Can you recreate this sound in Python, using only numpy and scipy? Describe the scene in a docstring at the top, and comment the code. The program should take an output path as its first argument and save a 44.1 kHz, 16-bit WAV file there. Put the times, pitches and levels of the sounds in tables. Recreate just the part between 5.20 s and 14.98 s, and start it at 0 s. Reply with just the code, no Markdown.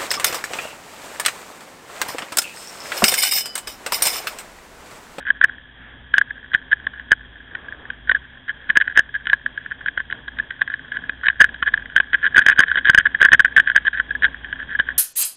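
"""Sleet strikes the case of a small closed camera, mounted on a motorcycle that gathers speed on a wintry road.
Ice pellets, crumbling clumps of slush and fine spray are short knocks that ring the case near 1.7 kHz;
they come thickest at about 7 to 8.5 s. Engine hum is made of sine waves, frame sway of one wandering sine,
and road rumble and airflow of coloured noise; all are faint beside the sleet.
The narrow-band recorder overloads on the hardest hits."""
import sys
import numpy as np
from scipy import signal
from scipy.fft import rfft, irfft, next_fast_len
from scipy.io import wavfile
from scipy.ndimage import map_coordinates

SR = 44100
rng = np.random.default_rng(int(sys.argv[2]) if len(sys.argv) > 2 else 0)


def waveform_to_disk(signal):
    """Save audio, clipped to [-1, 1], as 16-bit WAV at the path in sys.argv[1]."""
    frames = np.transpose(np.atleast_2d(signal))
    scaled = np.clip(frames, -1, 1) * 32767
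    samples = np.round(scaled).astype(np.int16)
    wavfile.write(sys.argv[1], SR, samples)


N = 431277  # length of the scene in samples
RECORDER_HZ = 8000  # the recorder's own sample rate
TOP_HZ = 14700  # nothing is left above this at the output


def amp(db):
    """Turn decibels into a gain."""
    return 10 ** (np.asarray(db) / 20)


def unit(x):
    """Scale a sound to an rms of 1."""
    return x / np.sqrt(np.mean(x ** 2) + 1e-20)


def curve(rows):
    """Join (time [s], value) points with straight lines, one value per sample."""
    times, values = np.transpose(rows)
    return np.interp(np.arange(N) / SR, times, values)


def wobble(rate):
    """A smooth random curve through `rate` random points a second."""
    points = rng.standard_normal(int(N * rate / SR) + 4)
    return map_coordinates(points, [np.arange(N) * rate / SR])


def tone(hz):
    """A sine wave of rms 1 that follows a changing pitch."""
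    return np.sqrt(2) * np.sin(2 * np.pi * np.cumsum(hz) / SR)


def filtered(x, response):
    """Multiply the spectrum of x by a response of frequency."""
    size = 2 * next_fast_len(N // 2 + SR // 4)  # spare room keeps the end from wrapping onto the start
    hz = np.fft.rfftfreq(size, 1 / SR)
    return irfft(rfft(x, size) * response(hz), size)[:N]


def gains(spectrum, hz):
    """Gain of a (frequency [Hz], level [dB]) spectrum, joined up on a log frequency axis."""
    table_hz, db = np.transpose(spectrum)
    return amp(np.interp(np.log(hz + 1), np.log(table_hz), db))


def noise(spectrum):
    """Noise of rms 1 with the colour of a spectrum."""
    return unit(filtered(rng.standard_normal(N), lambda hz: gains(spectrum, hz)))


def causal(gain):
    """The response with these gains that rings only after it is struck (minimum phase)."""
    cepstrum = irfft(np.log(gain))
    half = len(cepstrum) // 2
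    cepstrum[1:half] *= 2
    cepstrum[half + 1:] = 0
    return np.exp(rfft(cepstrum))


def ringing_noise(centre_hz, width_hz):
    """Noise of rms 1 through one resonance, like a mode that is kept ringing."""
    def resonance(hz):
        damping = 1j * hz * width_hz
        return damping / (centre_hz ** 2 - hz ** 2 + damping)
    return unit(filtered(rng.standard_normal(N), resonance))


# How strongly the case rings at each pitch: (frequency [Hz], relative level [dB])
CASE_RESPONSE = [(300, -36), (970, -36.5), (1085, -22.5), (1240, -32), (1520, -2.5), (1700, 3), (1850, -8),
                 (2330, -30), (2490, -24), (2730, -41), (2980, -22), (3330, -24), (3530, -31.5),
                 (4000, -24.5)]


def case(hz):
    """Ringing response of the struck case, within the recorder's band."""
    return causal(gains(CASE_RESPONSE, hz)) * (hz < RECORDER_HZ / 2)


# Engine speed: (time [s], firing rate [Hz])
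ENGINE_SPEED = [(0, 120.6), (1.5, 125), (2.8, 127.1), (4, 126.7), (5.2, 133.4), (6, 136.1), (7, 141.6),
                (8, 146.5), (9.78, 150)]


def firing_rate():
    """How many times a second the engine fires; this sets the pitch of its hum."""
    return curve(ENGINE_SPEED)


# Partial tones of the hum: (multiple of the firing rate, level [dB])
HUM_TONES = [(.5, -68), (1, -60.5), (2, -73.5)]


def engine_hum(waver_db=2.0):
    """Each firing pushes the air, so the engine hums at multiples of its firing rate."""
    firing_hz = firing_rate()
    hum = np.zeros(N)
    for multiple, db in HUM_TONES:
        hum += amp(db + waver_db * wobble(6)) * tone(multiple * firing_hz)
    return hum


# Sway of the frame on its mount: (time [s], level [dB])
FRAME_SWAY = [(0, -54.5), (0.8, -48.5), (1.2, -55), (2.0, -47), (2.6, -57), (2.92, -41.5), (3.15, -60.5),
              (3.9, -49.5), (4.8, -59.5), (5.15, -44.5), (5.4, -65), (6.2, -45.5), (6.75, -48.5),
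              (7.3, -50), (8.4, -50), (8.92, -43), (9.55, -48.5), (9.78, -45.5)]


def frame_sway(frame_hz=58, wander_hz=3.5, waver_db=1.1):
    """The road sets the frame swaying at its own, slightly wandering pitch."""
    level_db = curve(FRAME_SWAY) + waver_db * wobble(7.1)
    return amp(level_db) * tone(frame_hz + wander_hz * wobble(6.7))


def air_level(start_db=-56.5, db_per_octave=12.5):
    """Base level in dB for air and road; it grows by db_per_octave as the engine speed doubles."""
    firing_hz = firing_rate()
    return start_db + db_per_octave * np.log2(firing_hz / firing_hz[0])


# Colour of the road rumble: (frequency [Hz], relative level [dB])
RUMBLE_COLOUR = [(15, -6), (38, -5), (55, 2), (72, 3), (95, -3), (150, -10), (400, -40)]


def road_rumble(above_base_db=2.0):
    """The road rumbles as low noise that grows with speed, as the airflow does."""
    return amp(air_level() + above_base_db) * noise(RUMBLE_COLOUR)


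# Colour of the rushing air: (frequency [Hz], relative level [dB])
AIR_COLOUR = [(30, -0.5), (100, 9.5), (190, 9), (225, 10), (258, 16.5), (300, 6), (500, 3), (800, 2),
              (1080, 2), (1250, -2), (2500, -7.5), (3300, -1), (3900, -16.5)]


def air_rush(above_base_db=5, waver_db=1.9):
    """Turbulent air rushes past as noise that wavers and grows with speed."""
    return amp(air_level() + above_base_db + waver_db * wobble(13)) * noise(AIR_COLOUR)


def air_ringing(main_db=-49.0, waver_db=2.4, cavity_db=-52.5):
    """The airflow keeps the case's main mode and its upper cavity mode faintly ringing."""
    main = amp(main_db + waver_db * wobble(11)) * ringing_noise(1690, 150)
    cavity = amp(cavity_db) * ringing_noise(3270, 170)
    air_db = air_level()
    # the two levels above hold at the middle speed
    return (main + cavity) * amp(0.98 * (air_db - np.median(air_db)))


# Thickness of the fine spray between the pellets, before trims: (time [s], level [dB])
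SPRAY_LEVEL = [(0.0, -38.5), (0.71, -57), (1.06, -42), (2.97, -48), (3.54, -45.5), (3.65, -33),
               (3.95, -46.5), (6.92, -36.5), (7.38, -32), (8.72, -40), (9.07, -43), (9.78, -36.5)]


def spray(per_second=220, scatter_db=4.5, flurry_db=4, trim_db=-2):
    """Many tiny droplets tick on the case, in flurries."""
    lands = rng.random(N) < per_second / SR
    size_db = scatter_db * np.minimum(rng.standard_normal(N), 2)
    size_db += flurry_db * np.minimum(wobble(25), 1)
    ticks = unit(filtered(lands * amp(size_db), case))
    return amp(curve(SPRAY_LEVEL) + trim_db) * ticks


def strays(per_second=16, above_spray_db=12.5, scatter_db=5, count=600):
    """(time [s], peak [dB]) of small pellets landing at random, heavier where the spray is thick."""
    where, chance = rng.random((2, count))
    times = where * N / SR
    db = np.interp(times, *np.transpose(SPRAY_LEVEL)) + above_spray_db
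    db += scatter_db * np.clip(rng.standard_normal(count), -2, 2)
    lands = chance < per_second * N / SR / count  # keeps per_second of them on average
    return list(np.column_stack([times, db])[lands])


# Clumps of slush that crumble against the case: (start time [s], length [s], level before trims [dB])
SLUSH_CLUMPS = [(0.05, 0.058, -23), (0.209, 0.047, -18), (0.937, 0.059, -24), (1.334, 0.031, -18),
                (1.512, 0.022, -14.5), (1.908, 0.0092, -13), (2.871, 0.051, -27.5), (2.95, 0.018, -20.5),
                (3.278, 0.035, -26.5), (3.489, 0.023, -17.5), (3.553, 0.02, -12.5), (3.601, 0.029, -16.5),
                (3.753, 0.056, -13), (3.94, 0.027, -23), (4.072, 0.075, -29), (4.505, 0.021, -24),
                (4.664, 0.028, -25.5), (4.774, 0.043, -28.5), (5.408, 0.02, -13), (5.5, 0.048, -29.5),
                (5.728, 0.05, -31), (6.031, 0.035, -17), (6.193, 0.015, -14), (6.225, 0.026, -20.5),
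                (6.457, 0.037, -18), (6.756, 0.024, -20.5), (6.93, 0.026, -15), (7.026, 0.057, -18),
                (7.147, 0.02, -15.5), (7.195, 0.03, -15.5), (7.259, 0.025, -18.5), (7.303, 0.027, -13.5),
                (7.375, 0.016, -7), (7.41, 0.026, -16), (7.459, 0.064, -27.5), (7.56, 0.044, -16.5),
                (7.659, 0.056, -15.5), (7.73, 0.027, -19), (7.79, 0.024, -15), (7.852, 0.016, -15),
                (8, 0.017, -14.5), (8.036, 0.028, -9), (8.388, 0.02, -13.5), (8.458, 0.062, -25.5),
                (8.546, 0.036, -15.5), (8.651, 0.037, -16), (8.727, 0.079, -20.5), (9.02, 0.044, -10.5),
                (9.385, 0.046, -28.5), (9.48, 0.082, -29.5), (9.589, 0.023, -14), (9.66, 0.064, -31)]


def clumps(every_s=.005, peak_db=5.5, spread_db=4.5, taper_db=5.5, max_db=-6, count=24):
    """(time [s], peak [dB]) of each clump's fragments: an uneven run, on average heaviest in the middle."""
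    fragments = []
    for start_s, length_s, level_db in SLUSH_CLUMPS:
        late, big = rng.standard_normal((2, count))
        after_s = every_s * (np.arange(count) + (1 + np.tanh(late / 2)) / 2)
        weaker_db = taper_db * (2 * after_s / length_s - 1) ** 2  # most at the two ends
        db = level_db + peak_db - weaker_db + spread_db * np.clip(big, -2, 1)
        db = np.minimum(db, max_db)  # soft slush can hit no harder
        run = np.column_stack([start_s + after_s, db])
        fragments += list(run[after_s < length_s])
    return fragments


def pellets(impacts, spot_db=3, spot_hz=120, hard_db=2, heavy=.2, crumble=.12, slush=.45,
            rise_s=0.001, fall_s=0.00095, early_s=.0001, size=2048, lead_count=256):
    """Each pellet starts to crush, hits home and crumbles; hardness, weight and landing spot set the colour."""
    t = (np.arange(size) - lead_count) / SR  # zero when the pellet hits home
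    hz = np.fft.rfftfreq(size, 1 / SR)
    upper = np.interp(hz, [1800, 3000], [0, 1])
    band = 1 / (1 + (2 * hz / RECORDER_HZ) ** 20)
    out = np.zeros(N + size)
    for s, peak_db in impacts:
        hardness = np.clip(rng.standard_normal(), -2, 2)
        # slushy pellets take longer to crush
        crush = np.exp(np.minimum(t / rise_s, -t / fall_s) * np.exp(slush * hardness))
        force = crumble * crush * rng.standard_normal(size)
        force[lead_count] += 1
        # the landing spot favours some pitches over others
        spot = spot_db * map_coordinates(rng.standard_normal(size // 8), [hz / spot_hz])
        # light, icy pellets excite the upper modes most
        bright_db = hard_db * hardness - heavy * max(peak_db + 1.5, 0)
        gain = gains(CASE_RESPONSE, hz) * amp(spot + bright_db * upper) * band
        ring = irfft(rfft(force) * causal(gain + 1e-4))[:size // 2]  # the small floor keeps the log finite
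        start = np.clip(round((s - early_s) * SR) - lead_count, 0, N)
        out[start:][:len(ring)] += amp(peak_db) * ring / np.abs(ring).max()
    return out[:N]


# Ice pellets that hit the case squarely: (time [s], peak level [dB])
ICE_PELLETS = [(0.1041, 0), (0.2141, -0.5), (0.2398, 2), (0.2449, 0), (0.2957, -16), (0.9404, 0.5),
               (0.9818, 7), (1.0142, -1), (1.1068, -15.5), (1.3348, -11.5), (1.3479, 2.5), (1.5292, -0.5),
               (1.6687, -6.5), (1.7969, -19), (1.9178, 5.5), (1.9288, -1), (2.352, -13), (2.4843, -21.5),
               (2.524, -18.5), (2.7027, -12.0), (2.8955, 0), (2.9167, -2), (2.9481, -5.5), (3.2943, -10),
               (3.5012, -4.0), (3.5584, -7), (3.5711, 8.5), (3.6123, -1), (3.6784, -6), (3.7745, 7),
               (3.7923, 4), (3.9507, -11), (4.0559, -20.5), (4.0705, -8), (4.0988, -7), (4.1319, 1.5),
               (4.2624, -6), (4.3763, -13.5), (4.4615, -16.5), (4.5188, -11.5), (4.6609, -8.5),
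               (4.6842, -9), (4.7767, -7.0), (4.8024, -10), (4.9015, -16.5), (4.926, -9), (5.0816, -17),
               (5.188, -12.5), (5.1982, -8.5), (5.3076, -13), (5.4178, -3), (5.4773, -14), (5.501, -14.5),
               (5.5394, -9), (5.72, -14), (5.77, -12.0), (5.8953, -7.5), (6.0675, -4), (6.085, 2),
               (6.1005, -5.5), (6.2057, 5), (6.2113, 6), (6.2167, 6), (6.2427, 2), (6.3443, -20),
               (6.4283, -3.0), (6.4859, -13), (6.54, 0), (6.576, -11), (6.6581, -19.5), (6.7632, 3.5),
               (6.7795, -1.5), (6.8018, -0.5), (6.9327, -4.5), (6.9448, -3.5), (7.0532, -7.5), (7.0653, -3),
               (7.1459, -6.5), (7.1625, -1.5), (7.1679, 3.5), (7.1806, 8), (7.1909, 4), (7.2641, 4.5),
               (7.2853, 5), (7.2916, -2.5), (7.2981, 3.5), (7.3147, -4.0), (7.3917, 9.5), (7.4038, 7),
               (7.4358, -2.5), (7.4825, -13), (7.5158, -2.5), (7.5567, -4), (7.5733, -7.5), (7.585, -8),
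               (7.6542, -3), (7.6725, -10.0), (7.6873, -3.5), (7.6974, 6), (7.7474, 6), (7.7769, 3.5),
               (7.7845, 6.5), (7.8093, -10), (7.8579, -2), (7.8677, -3.5), (7.9483, -4), (8.0158, 4),
               (8.0287, 6), (8.05, 4), (8.0556, 3), (8.086, -3), (8.1191, 0.5), (8.1319, 9.5), (8.1382, 1),
               (8.1467, 1.5), (8.195, 3.5), (8.2027, 4), (8.2482, 2.5), (8.2561, -3.5), (8.3648, 2),
               (8.3705, 1), (8.3786, 3), (8.3838, 0), (8.3996, 0.5), (8.4741, -3.5), (8.4844, -10.0),
               (8.4999, -3), (8.5163, -12), (8.5618, 3.5), (8.578, -5), (8.6803, -4.5), (8.7998, -1.5),
               (8.908, -10.5), (8.9518, -12), (9.044, -2.5), (9.0503, -1.5), (9.145, -18.5), (9.2457, -18),
               (9.3275, -11.5), (9.4012, -16.5), (9.5506, -11), (9.5986, -1.5), (9.688, -9.5),
               (9.7047, -15.5)]


def sleet():
    """Square hits of ice, slush fragments and strays all knock on the same case."""
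    return pellets(list(ICE_PELLETS) + clumps() + strays())


def crumbs(hits, spread_s=0.0025, lag_s=0.0024, per_second=500, level_db=-19):
    """Small crumbs break off the pellets and land close around them, mostly just after."""
    after_s = np.arange(SR // 10) / SR - .05
    cloud = np.exp(-((after_s - lag_s) / spread_s) ** 2 / 2)
    power = signal.fftconvolve(np.minimum(hits ** 2, 1), cloud / cloud.sum(), "same")
    nearby = np.sqrt(np.abs(power))
    lands = (rng.random(N) < per_second / SR) * rng.standard_normal(N)
    return amp(level_db) * nearby * unit(filtered(lands, case))


# A brief side gust: (time [s], level [dB])
GUST_LEVEL = [(2.2, -72.5), (2.35, -47), (2.7, -48), (2.88, -77)]
# Colour of the gust: (frequency [Hz], relative level [dB])
GUST_TINT = [(150, -9.5), (300, 1), (900, -5.5), (1400, -3), (2200, -13.5), (3500, -22)]


def side_gust():
    """A brief gust from the side swells and fades as coloured noise."""
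    return amp(curve(GUST_LEVEL)) * noise(GUST_TINT)


def scene():
    """Add up everything as heard inside the case."""
    motorcycle = engine_hum() + frame_sway() + road_rumble()
    air = air_rush() + air_ringing() + side_gust()
    hits = sleet()
    return (motorcycle + air + spray() + hits + crumbs(hits))[None]


def record(dry, edge_hz=3890, drive_db=-0.3737, knee=9, lopsided=0.049, treble_hz=13000):
    """The recorder saturates lopsidedly at its low sample rate; peaks between samples clip at the output."""
    slow = signal.resample_poly(dry[0], RECORDER_HZ, SR)
    ceiling = 1 + lopsided * np.sign(slow)  # a little higher for positive peaks
    slow = slow / (1 + np.abs(slow / ceiling) ** knee) ** (1 / knee)
    padded = np.pad(slow, (0, 10 * RECORDER_HZ - len(slow)))  # fill up to 10 s
    wide = signal.resample(padded, 10 * SR)[:N]
    narrow = filtered(wide, lambda hz: 1 / (1 + np.minimum(hz / edge_hz, 2) ** 60))
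    clipped = np.clip(amp(drive_db) * narrow, -1, 1)
    return filtered(clipped, lambda hz: (hz < TOP_HZ) / (1 + (hz / treble_hz) ** 12))[None]


dry = scene()
out = record(dry)
waveform_to_disk(out)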